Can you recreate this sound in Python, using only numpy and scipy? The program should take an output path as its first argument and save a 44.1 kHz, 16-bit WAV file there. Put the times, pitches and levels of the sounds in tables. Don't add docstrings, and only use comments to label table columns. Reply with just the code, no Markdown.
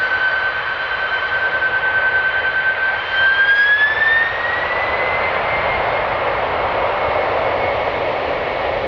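import sys
import numpy as np
from scipy import signal
from scipy.fft import rfft, irfft, next_fast_len
from scipy.io import wavfile
from scipy.ndimage import uniform_filter1d

SR = 44100
rng = np.random.default_rng(int(sys.argv[2]) if len(sys.argv) > 2 else 0)


def master(y):
    cut = np.clip(np.atleast_2d(y).T, -1, 1)
    pcm = np.round(cut * 32767)
    wavfile.write(sys.argv[1], SR, pcm.astype(np.int16))


N = 391166


def amp(db):
    return 10 ** (np.asarray(db) / 20)


def unit(x):
    return x / np.sqrt(np.mean(x ** 2))


def curves(rows, t):
    start_s, *columns = np.transpose(rows)
    return [np.interp(t, start_s, column) for column in columns]


def shaped(x, gain_db):
    hz, t, spectra = signal.stft(x, SR, nperseg=1024, boundary="even")
    spectra = spectra * amp(gain_db(hz[:, None], t[None]))
    return signal.istft(spectra, SR, nperseg=1024)[1][:N]


def rush(spectrum, patchy_db):
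    corner_hz, density_db = np.transpose(spectrum)
    field = rng.standard_normal((513, N // 512 + 2))
    field = uniform_filter1d(field, size=12, axis=0)
    field = unit(uniform_filter1d(field, size=9, axis=1))

    def gain_db(hz, t):
        steady_db = np.interp(np.log(hz + 1), np.log(corner_hz), density_db, -120, -120)
        return steady_db + patchy_db * field[:, :t.size]

    return unit(shaped(rng.standard_normal(N), gain_db))


# frequency in Hz, relative density in dB per Hz.
SELF_NOISE_SPECTRUM = [(20, -27), (5000, -4), (11000, 1), (15000, -7.5)]


def self_noise():
    return amp(-87) * rush(SELF_NOISE_SPECTRUM, patchy_db=.3)


# frequency in Hz, relative density in dB per Hz.
RUMBLE_SPECTRUM = [(12, -43), (20, -9.5), (54, 0), (76, 0), (103, -1), (178, -12.5), (230, -9.5),
                   (300, -36.5), (510, -120)]


def rumble():
    return rush(RUMBLE_SPECTRUM, patchy_db=0.5)


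# frequency in Hz, relative density in dB per Hz.
HISS_SPECTRUM = [(900, -41), (1400, 0.5), (1900, 5), (2400, 0), (3000, -4.5), (4300, -16.5), (5000, -25.5),
                 (5900, -36.5), (7700, -55.5), (9500, -96)]


def fan_hiss():
    return rush(HISS_SPECTRUM, patchy_db=0.6)


# time in seconds, blade tone midway between both fans in Hz.
FAN_SPEED = [(0, 1521.5), (.3, 1537), (.6, 1540.6), (2.0, 1540.6), (2.55, 1545), (3.15, 1556), (3.4, 1585),
             (3.6, 1637), (3.9, 1735), (4.8, 1984), (5.1, 2047), (5.4, 2091), (6.0, 2143), (6.77, 2167),
             (7.5, 2194), (8.87, 2207)]


def blade_hz(t):
    return curves(FAN_SPEED, t)[0]


# frequency in Hz, relative density in dB per Hz.
IDLE_SPECTRUM = [(150, -62), (260, -15.5), (420, -8), (525, 2), (690, -1.5), (1100, -0.5), (1500, -5.5),
                 (2200, -30), (3000, -66)]
THRUST_SPECTRUM = [(150, -51), (260, -17.5), (355, -14.5), (560, -1), (800, -4.5), (1170, -7),
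                   (1600, -13.5), (2200, -36), (3000, -66.5)]
# time in seconds, brightness in dB per octave.
ROAR_BRIGHTNESS = [(0, 2.5), (1.0, 3.5), (1.4, 0), (2.7, -0.5), (3.1, 1), (7.0, -1), (7.6, -4), (8.87, -6)]


def exhaust_roar(t):
    thrust = np.clip((blade_hz(t) - 1750) / 380, 0, 1)
    idle = np.sqrt(1 - thrust) * rush(IDLE_SPECTRUM, patchy_db=0.75)
    full = np.sqrt(thrust) * rush(THRUST_SPECTRUM, patchy_db=0.62)

    def tilt_db(hz, s):
        octaves = np.clip(np.log2((hz + 1) / 720), -.45, .9)
        return curves(ROAR_BRIGHTNESS, s)[0] * octaves

    return shaped(idle + full, tilt_db)


# time in seconds, then gains of rumble, exhaust roar and fan hiss in dB.
FLOW_LEVELS = [(0, -41.5, -26.5, -29), (.8, -42.5, -27.5, -29.5), (1.5, -40, -25.5, -29),
               (2.4, -40, -26, -27), (2.8, -42, -27, -27.5), (3.7, -40, -26, -27.5), (4.3, -38.5, -25, -28),
               (4.9, -35.5, -20.5, -26.5), (5.6, -32, -19, -26), (6.4, -34, -19, -28),
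               (7.4, -34.5, -18, -28), (8.2, -35.5, -20, -28.5), (8.87, -33.5, -21, -29)]


def flow(t):
    rumble_db, roar_db, hiss_db = curves(FLOW_LEVELS, t)
    return amp(rumble_db) * rumble() + amp(roar_db) * exhaust_roar(t) + amp(hiss_db) * fan_hiss()


# time in seconds, gain from the air at 6 kHz in dB.
AIR_CLARITY = [(0, 5), (.5, 0.5), (1.4, 4), (2.1, -4.5), (2.8, -6), (3.15, 5), (3.4, 2), (3.58, 10),
               (3.9, 3.5), (5.2, 0.5), (6.0, 0.5), (7.0, 2.5), (8.87, 5.5)]
ECHO_HZ, ECHO_LIFT_DB, ECHO_TURN_S, ECHO_SINK_DB_PER_S = 1540, 4.5, 2.1, 1.4


def path_db(hz, t):
    air_db = curves(AIR_CLARITY, t)[0] * np.minimum(hz / 6000, 1.05) ** 2
    echo_db = ECHO_LIFT_DB - ECHO_SINK_DB_PER_S * np.maximum(t - ECHO_TURN_S, 0)
    echo_band = np.exp(-(np.log((hz + 1) / ECHO_HZ) / 0.11) ** 2)
    return air_db + echo_db * echo_band


def scatter(width_hz):
    keep = np.exp(-2 * np.pi * width_hz / SR)
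    noise = rng.standard_normal(N) + 1j * rng.standard_normal(N)
    z = signal.lfilter([1], [1, -keep], noise)
    z = uniform_filter1d(z.real, size=200) + 1j * uniform_filter1d(z.imag, size=200)
    return z / np.sqrt(np.mean(np.abs(z) ** 2))


def tone(phase, db, halo_db, width_hz):
    direct_and_halo = 1 + amp(halo_db) * scatter(width_hz)
    return np.sqrt(2) * amp(db) * np.imag(np.exp(1j * phase) * direct_and_halo)


def phase_of(hz):
    return 2 * np.pi * np.cumsum(hz) / SR


SHAFT_PEAK_S, SHAFT_PEAK_DB, SHAFT_RISE_DB_PER_S, SHAFT_FALL_DB_PER_S = 5.6, -35, 14, 140


def shaft_order(t):
    rise_db = SHAFT_RISE_DB_PER_S * (SHAFT_PEAK_S - t)
    fall_db = SHAFT_FALL_DB_PER_S * (t - SHAFT_PEAK_S)
    db = SHAFT_PEAK_DB - np.maximum(rise_db, fall_db)
    return tone(phase_of(blade_hz(t)) * 41 / 38, db, halo_db=-3, width_hz=12)


# time in seconds, frequency in Hz, direct tone level in dB.
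WHISTLE = [(0, 4025, -48), (.45, 4042, -49), (1.1, 4042, -46), (1.75, 4045, -61), (2.3, 4046, -50),
           (3.0, 4085, -53), (3.28, 4125, -45), (3.5, 4215, -52), (4.0, 4440, -78), (4.6, 4700, -120)]


def compressor_whistle(t):
    hz, db = curves(WHISTLE, t)
    phase = phase_of(hz)
    whistle = tone(phase, db, halo_db=-8, width_hz=16)
    sum_tone = tone(phase + phase_of(blade_hz(t)), db - 24.5, halo_db=-2, width_hz=10)
    return whistle + sum_tone


# time in seconds, faster blade tone minus slower in Hz.
FAN_GAP = [(0, 9.72), (.5, 9.18), (.75, 7.81), (1, 9.71), (2.6, 9.77), (2.95, 2.15), (3.25, 2.02),
           (3.4, 10.05), (3.82, 8.47), (3.95, 19.71), (4.42, 21.76), (4.56, 25.16), (4.68, 19.97),
           (5.12, 12.2), (5.38, 9.8), (5.46, 4.5), (6.0, 4.6), (6.15, 1.6), (8.87, 1.0)]
OPPOSED_S = -.01


def fan_phases(t):
    mean = phase_of(blade_hz(t))
    gap_hz, = curves(FAN_GAP, t)
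    lead = np.pi * (np.cumsum(gap_hz) / SR - gap_hz[0] * OPPOSED_S + .5)
    return mean + lead, mean - lead


# time in seconds, direct level of both fans together in dB,
# faster fan over slower in dB, second harmonic under the tone in dB before the fans' shares.
BLADE_LEVELS = [(0, -18.5, 3.5, 23), (.3, -18, -8, 17), (.55, -24, 1, 13.5), (1.2, -22.5, -2, 11),
                (1.45, -20, 1.5, 20), (2.15, -16.5, -7, 28), (2.4, -20.5, -2.5, 13.5),
                (2.75, -18.5, -2.5, 22), (3.03, -24, 6, 13.5), (3.17, -17.5, -9, 8.5),
                (3.32, -14.5, 3.5, 14), (3.62, -9.5, 8.5, 17), (3.84, -11, 9, 19), (3.95, -21, 1.5, 13),
                (4.08, -12.5, 9, 20.5), (4.24, -16, 8, 21.5), (4.33, -26, 3.5, 16.5),
                (4.5, -20.5, -1.5, 25), (4.65, -25, 3, 22), (5.25, -24, 8.5, 26.5), (5.41, -35, 4, 22),
                (5.6, -26, -7, 26), (6.1, -39, 7.5, 21), (7.0, -38, -7, 26), (7.34, -27, 10, 33),
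                (7.5, -34.5, -13, 28), (8.87, -42, -8, 27.5)]
# time in seconds, level in dB before the fans' shares.
THIRD_HARMONIC = [(0, -45.5), (.6, -52.5), (1.7, -58), (2.9, -56), (3.35, -56), (3.58, -37), (3.72, -47),
                  (4.1, -56.5), (4.5, -64), (5.1, -78), (5.6, -90)]
LOADED_HZ = 1640


def blade_tones(t):
    pair_db, faster_over_db, second_under_db = curves(BLADE_LEVELS, t)
    third_db, = curves(THIRD_HARMONIC, t)
    fade_db = -.11 * np.abs(blade_hz(t) - LOADED_HZ)
    harmonics = (
        (2, pair_db - second_under_db),
        (3, third_db),
        (4, third_db - 21.5 + .05 * fade_db),
        (5, third_db - 43 + fade_db),
    )
    out = np.zeros(N)
    for phase, side in zip(fan_phases(t), (1, -1)):
        share_db = -10 * np.log10(1 + amp(-2 * side * faster_over_db))
        db = pair_db + share_db
        halo_db = -11 - .6 * (db + 23)
        out += tone(phase, db, halo_db=halo_db, width_hz=7)
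        for k, level_db in harmonics:
            out += tone(k * phase, level_db + 2 * share_db, halo_db=-3.5, width_hz=20)
    return out


def scene():
    t = np.arange(N) / SR
    flow_noise = shaped(flow(t), path_db)
    return (flow_noise + shaft_order(t) + compressor_whistle(t) + blade_tones(t))[None]


def limiter(x):
    level_db = 10 * np.log10(np.abs(uniform_filter1d(x ** 2, size=400)) + 1e-12)
    need_db = -1.1 * np.maximum(level_db + 13, 0)
    keep = np.exp(-1 / (.026 * SR))
    gain_db = signal.lfilter([1 - keep], [1, -keep], need_db)
    return x * amp(gain_db)


TOP_HZ = 15700


def band_limit(x):
    size = next_fast_len(N + SR)
    hz = np.fft.rfftfreq(size, 1 / SR)
    low_cut = hz ** 2 / (hz ** 2 + 30 ** 2)
    band = low_cut * np.clip((TOP_HZ - hz) / 300, 0, 1)
    lead_in = SR // 2
    padded = np.pad(x, (lead_in, size - N - lead_in), "reflect")
    return irfft(rfft(padded) * band, size)[lead_in:][:N]


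def record(dry):
    return band_limit(limiter(dry[0] + self_noise()))[None]


dry = scene()
out = record(dry)
master(out)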